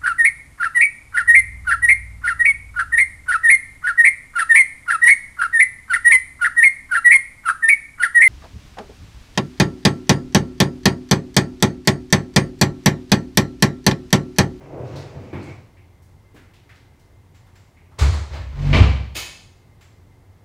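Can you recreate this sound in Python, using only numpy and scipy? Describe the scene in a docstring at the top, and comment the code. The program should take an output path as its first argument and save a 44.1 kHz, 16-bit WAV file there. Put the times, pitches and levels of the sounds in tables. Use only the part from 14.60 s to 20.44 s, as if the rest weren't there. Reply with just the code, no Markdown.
"""Heavy door in an echoing room

Someone shuffles and knocks about in a bare room, then goes to a heavy wooden door: it is tugged free
with a deep thump, judders into its frame and bangs shut; the handle is let go and the latch snaps home.
Contacts are noise bursts with a decaying room echo, the leaf and floor ring as decaying sines, rubbing is
a hail of random slips and the judder a stack of sine partials. Low rumble and faint whine fill the pauses."""
import sys
import numpy as np
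from scipy import signal
from scipy.fft import rfft, irfft
from scipy.io import wavfile

SR = 44100
rng = np.random.default_rng(int(sys.argv[2]) if len(sys.argv) > 2 else 0)


def store_pcm(level_fs):
    """Save levels as 16-bit WAV."""
    pcm = np.round(np.clip(level_fs, -1, 1) * 32767).astype(np.int16)
    wavfile.write(sys.argv[1], SR, np.atleast_2d(pcm).T)


N = 257544
TIME = np.arange(N) / SR
TAIL = TIME[:SR]   # one second, the length of every single contact

# wood meeting wood at the door: start_s, level_db, brightness_db_per_octave, fittings_rattle_db
DOOR_BLOWS = [(3.381, -35, -2, -62), (3.386, -27, 2.5, -35.5), (3.41, -25.5, 0, -44),
              (3.527, -32.5, 0.15, -59), (4.128, -17.5, -4.5, -19), (4.144, -15, -4.5, -21),
              (4.165, -19.5, -3, -35.5), (4.183, -39, 0, -45)]
# colour of wood on wood: frequency_hz, level_db
WOOD_COLOUR = [(20, -48), (55, -10), (100, 4.5), (160, 3), (250, 0.5), (400, 1), (700, -2.5), (1100, 0),
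               (1500, -5), (2200, -6), (3000, -13), (4200, -9), (5500, -15.5), (7300, -16), (9000, -24),
               (15500, -40)]
# door panels, hinges and lock case: centre_hz, half_width_hz, level_db
FITTING_RESONANCES = [(528, 13, 5.5), (657, 47, 2.5), (773, 13, 5.5), (1017, 10, 3), (1190, 11, 6.5),
                      (1950, 12, -11), (2020, 8, 4), (2330, 6.5, 10.5), (2280, 710, -0.5), (2960, 130, -5),
                      (3170, 97, -5), (4100, 940, -11.5)]
# the door leaf heaving: start_s, level_db, seated (0 swinging free, 1 seated in the frame), dead_thud_db
DOOR_THUMPS = [(3.387, -24, 0.61, -20), (3.409, -4.5, 0.097, -5.5), (3.469, -20, 0, -35),
               (3.699, -19.5, 0.11, -57), (3.774, -23.5, 0.97, -48), (3.872, -22.5, 0.18, -43),
               (4.143, -10.5, 1, 0.5), (4.202, -3, 0.74, 9.5)]
# modes of door and room: frequency_hz, free_db, seated_db, t60_s
DOOR_MODES = [(65.74, -22, 2, 0.65), (71.55, 5, -39, 0.57), (75.8, -3, -22, 0.49), (84.8, -2.5, -5, 0.43),
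              (94.34, -6.5, -2, 0.52), (105, -18.5, -23, 0.81), (137.9, -14, -11, 0.48),
              (159.6, -51, -21.5, 0.77), (212, -35, -12, 0.16), (258, -28.5, -23, 0.4)]
# dead thud under the thumps: frequency_hz, level_db, t60_s
DEAD_THUD_MODES = [(82.5, 3, 0.066)]
# partials of the juddering door: multiple_of_slip_rate, level_db
JUDDER_PARTIALS = [(1, 0.5), (2, -4.5), (3, 0.5), (4, -21), (5, -13), (6, -19), (7, -30)]
# colour of the door edge rubbing on its frame: frequency_hz, level_db
RUB_COLOUR = [(30, -36), (120, -16), (250, 0.5), (600, 2.5), (1300, -2.5), (2400, -4), (3200, -10),
              (4400, -11), (5800, -18), (7500, -21.5), (9500, -32.5), (15000, -34)]
# the latch bolt springing out: start_s, level_db (before the trims for snap and ring)
LATCH_HITS = [(4.546, -42), (4.551, -31.5), (4.562, -28.5)]
# colour of the steel snap: frequency_hz, level_db
STEEL_COLOUR = [(50, -19), (200, -4.5), (350, -1), (700, -3), (1500, -4.5), (2500, -1), (3300, 0),
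                (5000, -2), (5800, -7), (6800, -2), (7800, -9.5), (9300, -8), (11500, -18), (13600, -12),
                (14400, -9), (15300, -23)]
# the bolt and its strike plate: centre_hz, half_width_hz, level_db
LATCH_RESONANCES = [(1790, 19, -0.5), (2220, 90, -3), (2540, 25, 3.5), (2560, 15, 1), (2626, 14, 5),
                    (3030, 55, -2.5), (3510, 16, -3), (4300, 35, -6), (4870, 43, -4), (6450, 24.4, -1),
                    (6900, 140, -10), (9250, 180, -13.5), (10530, 100, -11.5), (14420, 130, -5)]
# heavier scuffs of a foot: peak_s, level_db
FOOT_SCUFFS = [(.002, -32), (0.127, -24), (.195, -29), (.335, -33)]
# colour of feet on the floor: frequency_hz, level_db
SCUFF_COLOUR = [(41, -36), (70, -16), (129, 3.5), (183, -16), (312, -7.5), (516, -4.5), (576, -9),
                (623, -9), (788, -16), (2650, -45), (3000, -56), (3900, -71), (6600, -120)]
# swishes of cloth: peak_s, level_db
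CLOTH_SWISHES = [(.01, -51), (.16, -52.5), (.36, -42.5), (.63, -50.5), (.88, -44.5)]
# colour of moving cloth: frequency_hz, level_db
CLOTH_COLOUR = [(900, 4), (1600, 0), (2400, 1), (3500, -10), (5500, -11), (7500, -17), (10000, -32),
                (15000, -31)]
# knocks on furniture and floor: start_s, rap_db, thud_db
KNOCKS = [(0.025, -47, -45), (0.194, -51, -42), (0.327, -42, -30.5), (0.434, -48, -44), (0.545, -41.5, -32),
          (.729, -28, -27.5), (.865, -41.5, -36.5)]
# colour of a rap: frequency_hz, level_db
RAP_COLOUR = [(25, -37), (90, 3), (170, 3), (320, 10), (480, -5), (800, -4.5), (1300, -12.5), (2400, -16.5),
              (3500, -26.5), (7000, -43), (14000, -49)]
# modes of the thudding floor: frequency_hz, level_db, t60_s
FLOOR_MODES = [(92.8, 1.5, 0.52), (108.9, -4.5, 0.6), (137.7, 3.5, 0.32), (199, -17, 0.41)]
# strokes of a dry squeak, wood on wood: start_s, end_s, level_db
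SQUEAK_STROKES = [(0.745, 0.778, -46), (0.884, 0.916, -47)]
# the pitches of the squeak: centre_hz, half_width_hz, level_db
SQUEAK_RESONANCES = [(2235, 105, 3), (2480, 130, -10)]
# small clicks and creaks: start_s, level_db, centre_hz, half_width_octaves
SOFT_TICKS = [(.174, -32.5, 500, 0.12), (.265, -59, 4000, 0.41), (0.357, -45, 4100, 0.48),
              (0.598, -38.5, 218, 0.22), (0.806, -43, 317, 0.17), (.81, -57, 4300, 0.14),
              (.825, -58, 6900, 0.38), (1.167, -58.5, 2200, 0.3), (1.42, -63.5, 6900, 1.5),
              (1.743, -47, 282, 0.72), (1.762, -50.5, 1700, 0.59), (1.935, -56, 2630, 0.77),
              (2.091, -49, 1750, 0.52), (2.151, -60, 3600, 0.6), (2.391, -64.5, 4480, 1.1),
              (2.865, -61, 990, 1.1), (3.168, -58.5, 2180, 0.25), (3.313, -55.5, 910, 0.6)]
# sharp little clicks: start_s, level_db
SHARP_CLICKS = [(2.744, -57.5), (2.953, -55.5), (5.208, -53.5)]
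# colour of a sharp click: frequency_hz, level_db
CLICK_COLOUR = [(400, -13), (1000, -0.5), (2200, 1.5), (3000, -2), (4200, -4), (5500, -5), (6700, -7.5),
                (7500, -2), (8400, -16), (14000, -15.5)]
# colour of the room's rumble and hiss: frequency_hz, level_db
RUMBLE_COLOUR = [(15, -30), (25, -5), (64, -8), (96, -1), (204, -17.5), (297, -17.5), (322, -25.5),
                 (359, -18.5), (389, -20.5), (567, -24.5), (919, -25), (1450, -33.5), (2060, -32),
                 (2420, -37.5), (15500, -49)]
# thin tones of the room: centre_hz, half_width_hz, level_db
WHINE_TONES = [(2085, 30, -73.5), (357, 7, -70), (296, 7, -74), (91.5, 5, -57)]
# how long the echo lasts in each band: frequency_hz, t60_s
ROOM_DECAY = [(100, 0.82), (300, 0.53), (800, 0.62), (2000, 0.61), (4500, 0.66), (7500, 0.63),
              (15000, 0.33)]

# the swinging door grazes its frame once
GRAZE_S, GRAZE_DB, GRAZE_SLOPE_DB_PER_S = 3.735, -33.5, 330
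# then it wedges in: pressure builds from first touch until it is seated, and lets go
WEDGE_TOUCH_S, WEDGE_SEATED_S, WEDGE_RELEASE_DB_PER_S = 3.874, 4.125, 128
WEDGE_RUB_DB, WEDGE_JUDDER_DB = -34, -13.5   # at full pressure
JUDDER_HZ = 46.9   # centre of the slightly wavering slip rate
# power of the pressure that the lowest partial follows; added for each higher one
JUDDER_GROWTH, JUDDER_SHARPENING = 1.7, 0.2
# the shuffling goes on until this moment, then dies quickly
SHUFFLE_END_S, SHUFFLE_STOP_DB_PER_S = 0.9, 328
# feet slide over the floor, ever more lightly
SLIDE_START_S, SLIDE_DB, SLIDE_FADE_DB_PER_S = 0.073, -36.5, 10.5
SCUFF_RISE_DB_PER_S, SCUFF_FALL_DB_PER_S = 650, 265
SWISH_RISE_DB_PER_S, SWISH_FALL_DB_PER_S = 53, 89
FLOOR_LAG_S = 0.00796   # the floor gives a moment after the rap
SQUEAK_RISE_DB_PER_S, SQUEAK_FALL_DB_PER_S = 400, 200
RUMBLE_DB = -50.5
CUTOFF_HZ = 15700


def door_blows(pivot_hz=1800):
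    """Hard contacts crack and shake the fittings; the leaf booms in modes rebalanced by the frame's hold."""
    out, hz = np.zeros(N), bins(SR)
    for start_s, level_db, brightness, rattle_db in DOOR_BLOWS:
        crack_db = at_hz(WOOD_COLOUR, hz) + brightness * np.log2(hz / pivot_hz)
        add(out, start_s, from_db(level_db) * echoing(crack_db, build_s=0.0049))
        rattle = echoing(resonances_db(FITTING_RESONANCES, hz), build_s=0.0017)
        add(out, start_s, from_db(rattle_db) * rattle)
    for start_s, level_db, seated, thud_db in DOOR_THUMPS:
        modes = [(mode_hz, np.interp(seated, [0, 1], [free_db, seated_db]), t60)
                 for mode_hz, free_db, seated_db, t60 in DOOR_MODES]
        boom = from_db(level_db) * ring(modes, build_s=0.022)
        thud = from_db(thud_db) * ring(DEAD_THUD_MODES, build_s=0.0066)
        add(out, start_s, boom + thud)
    return out


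def door_drag(waver=0.018):
    """The edge grazes the frame, then sticks and slips at a nearly steady rate, harder as it wedges in."""
    building = np.clip((TIME - WEDGE_TOUCH_S) / (WEDGE_SEATED_S - WEDGE_TOUCH_S), 0, 1)
    pressure = building * stroke(0, WEDGE_SEATED_S, 0, WEDGE_RELEASE_DB_PER_S)
    graze = from_db(GRAZE_DB) * stroke(GRAZE_S, GRAZE_S, GRAZE_SLOPE_DB_PER_S, GRAZE_SLOPE_DB_PER_S)
    slip_hz = JUDDER_HZ * (1 + waver * drift(13.8))
    phase = 2 * np.pi * np.cumsum(slip_hz) / SR
    groan = 0
    for multiple, level_db in JUDDER_PARTIALS:
        k = round(multiple)
        growth = pressure ** (JUDDER_GROWTH + JUDDER_SHARPENING * (k - 1))
        # reflections give each partial its own phase and swell
        swell = from_db(level_db + 2 * drift(23))
        groan = groan + growth * swell * np.cos(k * phase + rng.uniform(0, 2 * np.pi))
    rub = friction(graze + from_db(WEDGE_RUB_DB) * pressure, RUB_COLOUR, slips_per_s=1800)
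    return from_db(WEDGE_JUDDER_DB) * groan + rub


def latch(snap_trim_db=-0.5, ring_trim_db=-3):
    """The steel bolt snaps into its plate, a broad crack over narrow metal resonances."""
    out, hz = np.zeros(N), bins(SR)
    for start_s, level_db in LATCH_HITS:
        snap = echoing(at_hz(STEEL_COLOUR, hz), build_s=0.002)
        add(out, start_s, from_db(level_db + snap_trim_db) * snap)
        ringing = echoing(resonances_db(LATCH_RESONANCES, hz), build_s=0.0044)
        add(out, start_s, from_db(level_db + ring_trim_db) * ringing)
    return out


def shuffling():
    """Feet and cloth rub in small slips; knocks rap and set the floor thudding."""
    moving = stroke(0, SHUFFLE_END_S, 0, SHUFFLE_STOP_DB_PER_S)
    slide = from_db(SLIDE_DB) * stroke(SLIDE_START_S, SLIDE_START_S, SCUFF_RISE_DB_PER_S, SLIDE_FADE_DB_PER_S)
    scuffs = sum(from_db(level_db) * stroke(peak_s, peak_s, SCUFF_RISE_DB_PER_S, SCUFF_FALL_DB_PER_S)
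                 for peak_s, level_db in FOOT_SCUFFS)
    swishes = [from_db(level_db) * stroke(peak_s, peak_s, SWISH_RISE_DB_PER_S, SWISH_FALL_DB_PER_S)
               for peak_s, level_db in CLOTH_SWISHES]
    cloth = np.max(swishes, axis=0)
    out = friction(moving * np.hypot(slide, scuffs), SCUFF_COLOUR, slips_per_s=530)
    out = out + friction(moving * cloth, CLOTH_COLOUR, slips_per_s=900)
    for start_s, rap_db, thud_db in KNOCKS:
        rap = echoing(at_hz(RAP_COLOUR, bins(SR)), build_s=0.0017)
        add(out, start_s, from_db(rap_db) * rap)
        add(out, start_s + FLOOR_LAG_S, from_db(thud_db) * ring(FLOOR_MODES, build_s=0.0066))
    return out


def squeak():
    """Dry rubbing excites a narrow pair of resonances."""
    pressure = sum(from_db(level_db) * stroke(start_s, end_s, SQUEAK_RISE_DB_PER_S, SQUEAK_FALL_DB_PER_S)
                   for start_s, end_s, level_db in SQUEAK_STROKES)
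    return pressure * noise(resonances_db(SQUEAK_RESONANCES, bins(N)), N)


def ticks():
    """Light contacts, each sounding round its own pitch, and a few sharp clicks."""
    out, hz = np.zeros(N), bins(SR)
    for start_s, level_db, centre_hz, octaves in SOFT_TICKS:
        colour_db = -20 * np.log10(1 + (np.log2(hz / centre_hz) / octaves) ** 2)
        add(out, start_s, from_db(level_db) * echoing(colour_db, build_s=0.0021))
    for start_s, level_db in SHARP_CLICKS:
        add(out, start_s, from_db(level_db) * echoing(at_hz(CLICK_COLOUR, hz), build_s=0.0023))
    return out


def room_tone():
    """Low rumble and hiss from shaped noise, with thin, unsteady tones from very narrow noise bands."""
    hz = bins(N)
    tones = 0
    for centre_hz, half_width_hz, level_db in WHINE_TONES:
        colour_db = -20 * np.log10(1 + ((hz - centre_hz) / half_width_hz) ** 2)
        tones = tones + from_db(level_db) * noise(colour_db, N)
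    return from_db(RUMBLE_DB) * noise(at_hz(RUMBLE_COLOUR, hz), N) + tones


def friction(gain, colour, slips_per_s, count=3):
    """Many small random slips at a few points of contact, each point with its own echo in the room."""
    out = 0
    for _ in range(count):
        slipping = rng.random(N) < slips_per_s / count / SR
        slips = rms_one(rng.standard_normal(N) * slipping)
        response = echoing(at_hz(colour, bins(SR)))
        out = out + signal.fftconvolve(slips * gain, response / np.linalg.norm(response))[:N]
    return out / np.sqrt(count)


def echoing(colour_db, build_s=0.00067):
    """One contact heard across the room: dense reflections build up, then die band by band."""
    hz, spectrum = bins(SR), rfft(noise(colour_db, SR))
    centres, t60s = np.transpose(ROOM_DECAY)
    out = 0
    for share, t60 in zip(np.eye(len(centres)), t60s):
        # overlapping bands that add up to the whole spectrum
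        band = irfft(spectrum * np.interp(np.log(hz), np.log(centres), share), SR)
        out = out + band * np.exp(-np.log(1000) * TAIL / t60)
    return out * (1 - np.exp(-TAIL / build_s))


def ring(modes, build_s):
    """Decaying sines that swell as the blow spreads through the body."""
    sines = 0
    for hz, level_db, t60 in modes:
        decay = np.exp(-np.log(1000) * TAIL / t60)
        sines = sines + from_db(level_db) * np.sin(2 * np.pi * hz * TAIL) * decay
    return sines * (1 - np.exp(-(TAIL / build_s) ** 2))


def stroke(start_s, end_s, rise_db_per_s, fall_db_per_s):
    """Gain that swells up to the start, holds at 1 and dies away after the end."""
    before_s, after_s = np.maximum(start_s - TIME, 0), np.maximum(TIME - end_s, 0)
    return from_db(-rise_db_per_s * before_s - fall_db_per_s * after_s)


def drift(rate_hz):
    """Slow random wander of unit spread, drawn at every hundredth sample."""
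    coarse = TIME[::100]
    hz = np.fft.rfftfreq(len(coarse), coarse[1])
    return np.interp(TIME, coarse, noise(-40 * np.log10(1 + hz / rate_hz), len(coarse)))


def resonances_db(peaks, hz):
    """Summed power of a set of resonances at each frequency, in decibels."""
    power = sum(from_db(level_db) ** 2 / (1 + ((hz - centre_hz) / half_width_hz) ** 2) ** 2
                for centre_hz, half_width_hz, level_db in peaks)
    return 10 * np.log10(power)


def noise(level_db, size):
    """Noise of unit power, coloured by the level at each frequency."""
    return rms_one(irfft(rfft(rng.standard_normal(size)) * from_db(level_db), size))


def at_hz(points, hz):
    """Read a colour table on a log-frequency axis."""
    table_hz, value = np.transpose(points)
    return np.interp(np.log(hz), np.log(table_hz), value)


def bins(size):
    """Frequencies of a real transform, kept at 1 Hz or above for the logarithms."""
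    return np.maximum(np.fft.rfftfreq(size, 1 / SR), 1)


def from_db(db):
    """Decibels to gain."""
    return 10 ** (np.asarray(db) / 20)


def rms_one(x):
    """Scale to unit power."""
    return x / np.sqrt(np.mean(x ** 2) + 1e-20)


def add(out, start_s, sound):
    """Mix a sound in at a time."""
    at = max(round(start_s * SR), 0)
    out[at:at + len(sound)] += sound[:N - at]


def scene():
    """Everything meets at one microphone."""
    door = door_blows() + door_drag() + latch()
    person = shuffling() + squeak()
    return (door + person + ticks() + room_tone())[None]


def record(dry, low_cut_hz=34):
    """The microphone loses the deepest bass, peaks beyond full scale clip, the top is cut."""
    high_pass = signal.butter(3, low_cut_hz, "high", fs=SR, output="sos")
    thinned = signal.sosfilt(high_pass, dry)
    low_pass = signal.ellip(10, 0.1, 80, CUTOFF_HZ, fs=SR, output="sos")
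    return signal.sosfilt(low_pass, np.clip(thinned, -1, 1))


dry = scene()
out = record(dry)
store_pcm(out)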